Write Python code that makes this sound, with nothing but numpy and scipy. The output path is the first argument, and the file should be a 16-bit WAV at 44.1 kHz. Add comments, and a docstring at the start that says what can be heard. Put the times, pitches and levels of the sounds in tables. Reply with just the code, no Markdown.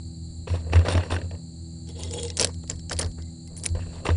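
"""A hand rummages in a cartridge box on a plank bench outdoors, fingers a round, presses it under the steel
lips of a pistol magazine and reaches for the next. Sliding and knocking ring the box, the brass and the steel,
each built from a list of ringing pitches. The bench booms at each push as a low, nearly pure tone.
Behind it a motor hums in harmonics, insects sing in throbbing noise bands, and wind and air are shaped noise."""
import sys
import numpy as np
from scipy import signal
from scipy.fft import rfft, irfft
from scipy.io import wavfile
from scipy.ndimage import uniform_filter1d

SR = 44100
rng = np.random.default_rng(int(sys.argv[2]) if len(sys.argv) > 2 else 0)


def to_wav(s):
    """Save 16-bit WAV."""
    ch = np.atleast_2d(s).T  # columns
    pcm = np.round(np.clip(ch, -1, 1) * 32767)  # PCM
    wavfile.write(sys.argv[1], SR, pcm.astype(np.int16))


N = 183544  # length in samples


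def amp(db):
    """Turn dB into gain."""
    return 10 ** (np.asarray(db) / 20)


def rms_one(x):
    """Scale to an rms level of 1."""
    return x / np.sqrt(np.mean(x ** 2) + 1e-20)


def in_time(rows):
    """Gain over time, along straight lines between points in dB."""
    s, db = np.transpose(rows)
    return amp(np.interp(np.arange(N) / SR, s, db))


def drift(rate):
    """Smooth random wandering of spread 1; a higher rate in Hz wanders faster."""
    r = np.exp(-80 * np.pi * rate / SR)  # made at every 40th sample
    noise = rng.standard_normal(N // 40 + 2002)
    slow = signal.lfilter([1], [1, -2 * r, r * r], noise)[2000:]  # skip the filter's start
    return np.interp(np.arange(N) / 40, np.arange(len(slow)), rms_one(slow))


def ring(x, hz, t60):
    """One resonance: a unit click sets a sine ringing, which falls 60 dB in t60 seconds."""
    r = amp(-60 / (t60 * SR))
    w = 2 * np.pi * hz / SR
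    return signal.lfilter([0, np.sin(w)], [1, -2 * r * np.cos(w), r * r], x + 1e-18)


def grains(per_s, spread_db):
    """Rubbing as tiny slips at random moments, uneven in size and direction."""
    sizes = amp(spread_db * np.minimum(rng.exponential(1, N), 4))
    signs = rng.choice([-1, 1], N)
    return sizes * signs * (rng.random(N) < per_s / SR)


def rubbed(modes, tilt_db, pivot_hz, per_s, spread_db, patchy_db):
    """Random slips ring each mode of a body, with wandering loudness; the sum has rms 1."""
    out = 0
    for hz, db, t60 in modes:
        mode_db = db + tilt_db * np.log2(hz / pivot_hz) + patchy_db * drift(36)
        out = out + amp(mode_db) * ring(grains(per_s, spread_db), hz, t60)
    return rms_one(out)


def blow(hz, db, t60, centre_hz, focus_db, contact_s, luck):
    """A rough contact rings every mode; a positive focus favours those near the struck pitch."""
    t = np.arange(2000)[:, None] / SR
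    uneven_db = 2.5 * luck[:len(hz)]
    gains = amp(db - focus_db * np.abs(np.log2(hz / centre_hz)) + uneven_db)
    modes = np.sum(gains * np.sin(2 * np.pi * hz * t) * amp(-60 * t / t60), axis=1)
    x = np.arange(len(luck) - 40) / (contact_s * SR)
    force = luck[40:] * np.sqrt(x + 0.0061) * np.exp(-x)  # noisy force builds, then lets go
    return np.convolve(force, modes)


def add(out, s, db, sound):
    """Lay one sound in at its time and peak level."""
    i = int(s * SR)
    out[i:i + len(sound)] += (amp(db) * sound / np.max(np.abs(sound)))[:N - i]


def strokes(rows, rise_db_per_s, fall_db_per_s):
    """Each row swells, holds and fades; gives that shape as gain, and the loudest row's other columns."""
    start_s, held_s, *columns = np.transpose(rows)
    t = np.arange(0, N + 40, 40) / SR
    early = np.maximum(start_s[:, None] - t, 0)
    late = np.maximum(t - (start_s + held_s)[:, None], 0)
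    row_db = columns[0][:, None] - rise_db_per_s * early - fall_db_per_s * late
    lead = np.argmax(row_db, axis=0)
    level_db = np.max(row_db, axis=0)
    rest = [uniform_filter1d(c[lead], size=9) for c in columns]  # soften jumps between rows
    curves = [level_db - rest[0], *rest]
    shape_db, *rest = [np.interp(np.arange(N) / SR, t, c) for c in curves]
    return amp(shape_db), *rest


# How the box rings on the wood. Each row: pitch in Hz, relative level in dB, time to fall 60 dB in seconds.
BOX_MODES = [(278, -9.5, 0.04), (390, -3, 0.0073), (504.6, 1, 0.021), (624, -6, 0.021), (942, -3, 0.0091),
             (1168, -13, 0.015), (1466, -16.5, 0.0075), (1564, -13.5, 0.017), (1806, -5.5, 0.0081),
             (2350, -6.5, 0.0028), (2676, -5.5, 0.0092), (3120, -5.5, 0.0017), (3590, -9, 0.0042),
             (4270, -6, 0.0035), (5560, -16, 0.013), (7360, -16, 0.0072), (8860, -19, .005),
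             (10300, -3, 0.0044)]
# The hand sweeps among the rounds in the box. Each row: start of the hold in seconds, hold in seconds,
# rms level in dB, brightness in dB per octave.
SWEEPS_IN_BOX = [(.474, 0.079, -39.5, 3), (.54, 0.016, -32, 0.2), (.62, 0.12, -48, -4.5),
                 (.726, 0.037, -29, 1.5), (.78, 0.033, -31, -1.5), (.851, 0.027, -23, -0.4),
                 (.884, .045, -23, 2.3), (.935, 0.046, -26, -0.9), (1.0, 0.056, -35, 0.5),
                 (1.105, 0.029, -25.5, 1.3), (1.16, .02, -35.5, -3), (1.2, 0.041, -45.5, -2),
                 (1.315, 0.04, -49.5, -4.5), (3.5, .2, -55.5, -7.5), (3.752, 0.0111, -36, -4),
                 (3.79, .03, -43.5, 1), (3.86, 0.076, -47.5, -0.5), (3.93, 0.061, -42.5, 0.5),
                 (4.02, .03, -47.5, -4), (4.054, 0.012, -23, 1), (4.086, 0.006, -27.5, -1)]
SWEEP_RISE_DB_PER_S, SWEEP_FALL_DB_PER_S = 3000, 256
# Dull knocks through box and planks. 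Each row: start in seconds, peak level in dB, favoured pitch in Hz,
# focus on that pitch in dB per octave.
BOX_KNOCKS = [(0.472, -28, 500, 25), (.478, -27, 894, 2), (0.5, -29.5, 845, 13), (0.551, -27.5, 1040, 5),
              (0.699, -33, 1070, 6), (.733, -13.5, 1560, 8.5), (0.756, -16.5, 1544, 5.5),
              (0.791, -15.5, 969, -2), (.812, -30, 1090, 19), (.851, -37, 1817, 2.5), (.869, -41, 1350, 8),
              (.884, -14.5, 1220, 3.5), (.904, -21.5, 802, 16), (.924, -25, 916, 25),
              (.951, -11.5, 802, -2.5), (.977, -17.5, 1700, 8.5), (1.006, -29.5, 1760, 10),
              (1.034, -26, 1692, 11), (1.105, -25, 1760, 0.5), (1.121, -14.5, 800, 3),
              (1.142, -23, 1728, 11), (1.164, -20.5, 1790, 12), (1.186, -29, 810, -2),
              (1.199, -38, 1030, 9), (1.215, -28, 832, 1), (1.243, -36, 805, 0), (1.31, -30, 1831, -1.5),
              (1.35, -39, 1800, 4), (2.638, -37, 516, 14), (2.911, -21.5, 1483, 32), (2.987, -30, 2000, 2),
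              (3.186, -36.5, 902, 4), (3.751, -30, 700, 3), (3.792, -36.5, 1003, 4), (3.962, -39, 1940, -2),
              (4.054, -18, 1074, 20), (4.065, -14.5, 2407, 31), (4.089, -10, 970, 9),
              (4.102, -17.5, 1450, 10), (4.136, -40, 2600, -6)]
KNOCK_CONTACT_S = 0.0026  # time scale of the letting go


def box():
    """Rounds sliding and knocking in the box ring its walls."""
    shape, level_db, tilt_db = strokes(SWEEPS_IN_BOX, SWEEP_RISE_DB_PER_S, SWEEP_FALL_DB_PER_S)
    sliding = rubbed(BOX_MODES, tilt_db, 1120, per_s=2000, spread_db=4.5, patchy_db=3.5)
    out = shape * amp(level_db) * sliding
    hz, db, t60 = np.transpose(BOX_MODES)
    lucks = rng.standard_normal((len(BOX_KNOCKS), 1200))
    for (s, peak_db, centre_hz, focus_db), luck in zip(BOX_KNOCKS, lucks):
        add(out, s, peak_db, blow(hz, db, t60, centre_hz, focus_db, KNOCK_CONTACT_S, luck))
    return out


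# How the brass case rings. Each row: pitch in Hz, relative level in dB, time to fall 60 dB in seconds.
CASE_MODES = [(2010, -10.5, 0.016), (2860, -5, 0.018), (3334, 1.5, 0.02), (3770, -1, 0.024),
              (4446, -5, 0.015), (5400, -6, 0.02), (6540, -7, 0.019), (7030, 0, 0.026), (7800, 1.5, 0.0042),
              (8560, -4.5, 0.026), (9770, -0.5, 0.013)]
# How the magazine's hollow body rings. Each row: pitch in Hz, relative level in dB, time to fall 60 dB in seconds.
HOLLOW_MODES = [(382, 3.5, 0.047), (504, 3.5, 0.014), (634, -0.5, 0.039), (847, -4.5, 0.071),
                (987, -7.5, 0.034)]
# A round turned between the fingers. Each row: start of the hold in seconds, hold in seconds, case rms level in dB,
# case brightness in dB per octave, hollow body rms level in dB, spring rms level in dB.
FINGER_TURNS = [(1.888, .012, -49.5, -5, -52.5, -53.5), (1.96, .03, -49.5, -2, -55, -49),
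                (1.995, 0.061, -41.5, 0, -44.5, -48.5), (2.075, 0.01, -46.5, -1, -46, -47),
                (2.11, 0.024, -47.5, -2, -47, -43), (2.138, 0.0069, -35.5, 5.5, -44, -33),
                (2.155, 0.047, -40, 1, -44.5, -35.5), (2.232, 0.03, -39, 3, -46.5, -38.5),
                (2.28, 0.032, -52, -7, -50, -47), (2.32, 0.052, -59, -0.5, -59, -52)]
TURN_RISE_DB_PER_S, TURN_FALL_DB_PER_S = 900, 398
SPRING_HZ, SPRING_T60_S = 474, 0.16


def fingers():
    """The case rings faintly as it rolls; the grip rubs the hollow magazine and sets its spring humming."""
    turns = strokes(FINGER_TURNS, TURN_RISE_DB_PER_S, TURN_FALL_DB_PER_S)
    shape, case_db, tilt_db, body_db, spring_db = turns
    case = rubbed(CASE_MODES, tilt_db, 4400, per_s=7600, spread_db=1.0, patchy_db=5.0)
    body = rubbed(HOLLOW_MODES, 0, 500, per_s=1400, spread_db=1.5, patchy_db=-1.5)
    spring = rms_one(ring(rng.standard_normal(N), SPRING_HZ, SPRING_T60_S))
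    return shape * (amp(case_db) * case + amp(body_db) * body + amp(spring_db) * spring)


TAIL_DB, TAIL_T60_S = -7, 0.028


def scattered(x):
    """Scatter off hands and planks gives each click a brief, noisy tail."""
    tail = rng.standard_normal(3000) * amp(-60 * np.arange(3000) / SR / TAIL_T60_S)
    tail = tail / np.linalg.norm(tail)
    return x + amp(TAIL_DB) * signal.fftconvolve(x, tail)[:N]


# How the hand-damped steel rings. Each row: pitch in Hz, relative level in dB.
STEEL_MODES = [(1710, -47), (2150, -13.5), (2780, -21), (3350, -35), (3910, -4.5), (4410, 9), (4940, 11.5),
               (5400, 11), (5820, 3.5), (6380, 11), (7240, 12.5), (7700, 9), (8200, 9.5), (8800, -21),
               (9340, -6.5), (9900, 28.5)]
# Brass sliding under the lips. Each row: start of the hold in seconds, hold in seconds, metal rms level in dB
# (before bass cut and scatter), metal brightness in dB per octave, wooden body rms level in dB.
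LIP_SLIDES = [(2.372, 0.017, -50, -3, -41), (2.395, 0.03, -41.5, 3, -27), (2.425, 0.009, -44.5, 2, -34.5),
              (2.445, 0.0045, -42, 2, -29.5), (2.455, 0.035, -38.5, -17, -41.5),
              (2.697, 0.009, -31.5, -15.5, -39.5), (2.897, .01, -46, -7.5, -48),
              (2.911, 0.012, -30.5, -16, -34.5), (2.945, .035, -51, -5, -54),
              (2.989, 0.018, -40, -3, -33.5), (3.02, 0.011, -38, -11.5, -31.5),
              (3.045, 0.019, -49, -6.5, -44.5), (3.18, 0.019, -52.5, -22, -51),
              (3.27, 0.02074, -57, -15, -70), (3.472, .008, -59, -4, -65), (3.565, 0.032, -49, 2, -64),
              (3.635, .015, -44, -4.5, -48.5), (3.652, 0.011, -42.5, -8, -41.5),
              (3.682, .015, -56, 0.5, -55)]
SLIDE_RISE_DB_PER_S, SLIDE_FALL_DB_PER_S = 4004, 446
# Brass clicking on steel. Each row: start in seconds, peak level in dB (before bass cut and scatter),
# favoured pitch in Hz, focus on that pitch in dB per octave.
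STEEL_CLICKS = [(1.873, -40, 3440, 21), (1.889, -28, 3660, 10), (1.9962, -30, 3660, 1),
                (2.0057, -30, 3710, 8), (2.0344, -19, 6760, 28), (2.073, -32, 3650, 15),
                (2.1099, -23.5, 6750, -1), (2.1208, -40, 3250, 16), (2.137, -19.5, 7200, 27),
                (2.1987, -23, 7970, 13), (2.211, -30, 3250, 1), (2.2316, -14.5, 9860, 9),
                (2.2508, -18, 8020, 12), (2.2814, -27, 4690, 21), (2.3018, -20, 4040, 29),
                (2.3884, -17, 4400, 17), (2.3964, -3.5, 5830, 25), (2.401, -9, 8170, -5),
                (2.4057, -16, 5850, 9), (2.408, -9, 7500, 21), (2.412, -3.5, 6340, 27),
                (2.4188, -15.5, 4400, 19), (2.4263, -8, 4470, 8), (2.4337, -13, 4120, 18),
                (2.4453, 0, 5260, 10), (2.4597, -23, 5020, 15), (2.471, -19, 4990, 1),
                (2.5428, -31.5, 4270, 17), (2.6335, -39, 4170, 18), (2.676, -33, 4574, 16),
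                (2.6986, -11.5, 7100, 30), (2.7122, -23.5, 4476, 18), (2.7582, -35.5, 7240, 33),
                (2.794, -33, 4670, 24), (2.8962, -18.5, 6470, 38), (2.9092, -22.5, 6430, 25),
                (2.918, -16, 6490, 25), (2.9284, -12.5, 6600, 22), (2.9314, -17, 5500, 15),
                (2.966, -27, 4040, 17), (2.9786, -29, 4220, 20), (2.9891, -8, 4230, 2),
                (2.993, -7, 9260, 5), (2.996, -11, 9300, 15), (2.9987, -25, 5500, 16),
                (3.0091, -18, 9590, 7), (3.0131, -17, 4710, 15), (3.0173, -15, 4030, 9),
                (3.0281, -18, 4260, 24), (3.0457, -25.5, 4070, 19), (3.0613, -31, 4900, 19),
                (3.115, -37.5, 4240, 13), (3.222, -34.5, 4227, 17), (3.475, -28, 7390, 6),
                (3.5662, -24.5, 7590, 31), (3.5972, -35.5, 4540, 16), (3.6359, -18.5, 9620, 18),
                (3.6445, -18, 9520, 18), (3.65, -32, 4120, -3), (3.656, -14.5, 5574, 11),
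                (3.6616, -2.5, 8550, 48), (3.688, -30, 4950, 22)]
CLICK_T60_S, CLICK_CONTACT_S = 0.006, 0.00083
# Touches that leave a loosely held magazine wall ringing. Each row: start in seconds,
# peak level in dB (before bass cut and scatter).
WALL_PINGS = [(1.8921, -60), (2.0368, -45), (2.2824, -45), (2.9886, -36), (3.1914, -56), (3.2271, -58),
              (3.2714, -58.5), (3.4755, -57), (3.5658, -58)]
WALL_HZ, WALL_T60_S = 2066, 0.092
# A round dropped on the lips chatters to rest: first tap, first gap, share of the gap kept each time.
BOUNCE_S, BOUNCE_GAP_S, BOUNCE_KEEP = 2.3708, 0.0033, 0.74
BOUNCE_DB, BOUNCE_LOSS_DB = -4.5, 3  # first peak before bass cut and scatter, loss per tap


def magazine():
    """Brass slides, clicks and bounces on the steel lips, and pushes travel down into the wood."""
    slides = strokes(LIP_SLIDES, SLIDE_RISE_DB_PER_S, SLIDE_FALL_DB_PER_S)
    shape, level_db, tilt_db, body_db = slides
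    lips = [(hz, db, 0.008) for hz, db in STEEL_MODES]
    sliding = rubbed(lips, tilt_db, 4500, per_s=1200, spread_db=3.0, patchy_db=3.5)
    metal = shape * amp(level_db) * sliding
    hz, db = np.transpose(STEEL_MODES)
    lucks = rng.standard_normal((len(STEEL_CLICKS), 500))
    for (s, peak_db, centre_hz, focus_db), luck in zip(STEEL_CLICKS, lucks):
        add(metal, s, peak_db, blow(hz, db, CLICK_T60_S, centre_hz, focus_db, CLICK_CONTACT_S, luck))

    s = BOUNCE_S
    tick = np.diff(np.hanning(6) ** 2)
    for k in range(9):  # each bounce keeps the same share of speed: gaps close up as taps fade
        add(metal, s, BOUNCE_DB - k * BOUNCE_LOSS_DB, tick)
        s += BOUNCE_GAP_S * BOUNCE_KEEP ** k

    touch = np.r_[np.hanning(12), np.zeros(4000)]
    for s, peak_db in WALL_PINGS:
        add(metal, s, peak_db, ring(touch, WALL_HZ, WALL_T60_S))

    bass_cut = signal.butter(4, 1900, "high", fs=SR, output="sos")  # small parts radiate little bass
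    metal = scattered(signal.sosfilt(bass_cut, metal))
    wood_modes = [(hz, db, t60) for hz, db, t60 in BOX_MODES if hz < 2000]
    wood = rubbed(wood_modes, 0.55, 700, per_s=650, spread_db=2.5, patchy_db=1.5)
    return metal + shape * amp(body_db) * wood


# Pushes that set the planks swinging. Each row: start of full swing in seconds, hold in seconds,
# rms level in dB, pitch in Hz.
BENCH_PUSHES = [(.515, 0.026, -21.5, 88), (.59, 0.012, -31, 81.8), (.66, 0.017, -31, 80.5),
                (.715, 0.012, -25, 81.8), (.762, 0.03, -11.5, 85.1), (.88, 0.06, -28, 91.5),
                (.955, 0.036, -18, 87.8), (1.135, 0.037, -24.5, 87.75), (1.235, 0.023, -28.5, 87.7),
                (1.342, 0.017, -32, 87), (2.09, .19, -35.5, 85.5), (2.43, .012, -30, 90.2),
                (2.57, 0.019, -31.5, 83.5), (2.735, 0.035, -31, 81.5), (2.96, 0.022, -29.5, 81.16),
                (3.055, 0.011, -24, 85.33), (3.16, 0.067, -38, 78.8), (3.712, 0.04, -23, 84.7),
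                (3.79, 0.0402, -31, 89), (3.88, .02, -38, 91.3), (3.975, .07, -40.5, 88.6),
                (4.11, 0.034, -17.5, 83.8)]
SWING_RISE_DB_PER_S, SWING_FALL_DB_PER_S = 601, 318.5


def bench():
    """The lowest plank mode booms, nearly a sine."""
    shape, db, hz = strokes(BENCH_PUSHES, SWING_RISE_DB_PER_S, SWING_FALL_DB_PER_S)
    phase = 2 * np.pi * np.cumsum(hz) / SR
    return np.sqrt(2) * shape * amp(db) * np.sin(phase)


# Motor harmonics. Each row: multiple of the firing rate, middle rms level in dB.
MOTOR_HARMONICS = [(2, -41), (3, -50), (4, -44.5), (4.5, -55.5), (6, -50.5), (8, -56), (10, -84.5),
                   (14, -76.5), (19.33, -73.5)]
FIRING_HZ = 41.18  # middle of a slight wander


def motor():
    """Firing harmonics hum on a slightly wandering speed, each wandering in level."""
    phase = 2 * np.pi * np.cumsum(FIRING_HZ * (1 + 0.0015 * drift(1.0))) / SR
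    out = 0
    for multiple, db in MOTOR_HARMONICS:
        level = np.sqrt(2) * amp(db + 1.92 * drift(9.1))
        out = out + level * np.sin(multiple * phase + rng.uniform(0, 8.15))
    return out


# Insect choruses. Each row: pitch in Hz, width in Hz of each of two filters, middle level in dB before throbbing,
# middle rate in throbs per second, throb depth from 0 to 1.
INSECT_CHORUSES = [(4125, 254, -60.5, 48, 0.11), (4526, 256, -60, 47, 0), (7630, 140, -73, 9.1, 0.98),
                   (7346, 730, -59.5, 39, 0.3), (8730, 210, -71, 16, 0.4), (10180, 87, -47.5, 67, 0.6)]


def insects():
    """Many singers blur into narrow noise bands that throb at the wing rate."""
    out = 0
    for hz, width_hz, db, rate, depth in INSECT_CHORUSES:
        band = rng.standard_normal(N)
        for _ in range(2):
            band = ring(band, hz, np.log(1000) / (np.pi * width_hz))
        throb_phase = 2 * np.pi * np.cumsum(rate * (1 + 0.024 * drift(1.03))) / SR
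        throb = 1 + depth * np.sin(throb_phase)
        out = out + amp(db + drift(1.0)) * throb * rms_one(band)
    return out


# Breeze on the microphone. Each row: time in seconds, rms level in dB.
BREEZE = [(0.0, -58), (0.22, -62), (0.28, -49), (0.31, -48), (1.08, -60), (1.17, -64), (2.28, -63.5),
          (3.12, -39.5), (3.39, -70.5), (3.49, -53), (3.66, -57), (3.72, -37), (4.01, -50), (4.16, -36)]


def wind():
    """The breeze is a lumpy rumble of low noise below the hum."""
    low_band = signal.butter(3, [24, 52], "band", fs=SR, output="sos")
    rumble = signal.sosfilt(low_band, rng.standard_normal(N))
    return in_time(BREEZE) * rms_one(rumble)


# Colour of the open-air background. Each row: pitch in Hz, relative level per Hz in dB.
AIR_COLOUR = [(32, -33.5), (55, -14.5), (85, 4), (171, -19.5), (209, -25), (248, -14.5), (337, -20),
              (385, -25.5), (809, -33.5), (922, -43), (3570, -50.5), (4350, -26.5), (6040, -61.5),
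              (7350, -24), (10200, -48), (13300, -78.5), (22000, -120)]
AIR_DB = -45.5  # middle rms level


def air():
    """Open air is coloured noise, steady but for a slight drift in level."""
    hz = np.maximum(np.fft.rfftfreq(N, 1 / SR), 1)
    point_hz, point_db = np.transpose(AIR_COLOUR)
    colour = amp(np.interp(np.log(hz), np.log(point_hz), point_db))
    noise = irfft(rfft(rng.standard_normal(N)) * colour, N)
    return amp(AIR_DB + drift(0.93)) * rms_one(noise)


def scene():
    """All sounds add up at one microphone."""
    nearby = box() + fingers() + magazine() + bench()
    background = motor() + insects() + wind() + air()
    return (nearby + background)[None]


def record(dry):
    """A steep filter cuts the top: 60 dB down from 10350 Hz upward."""
    return signal.sosfilt(signal.cheby2(16, 60, 10350, fs=SR, output="sos"), dry)


dry = scene()
out = record(dry)
to_wav(out)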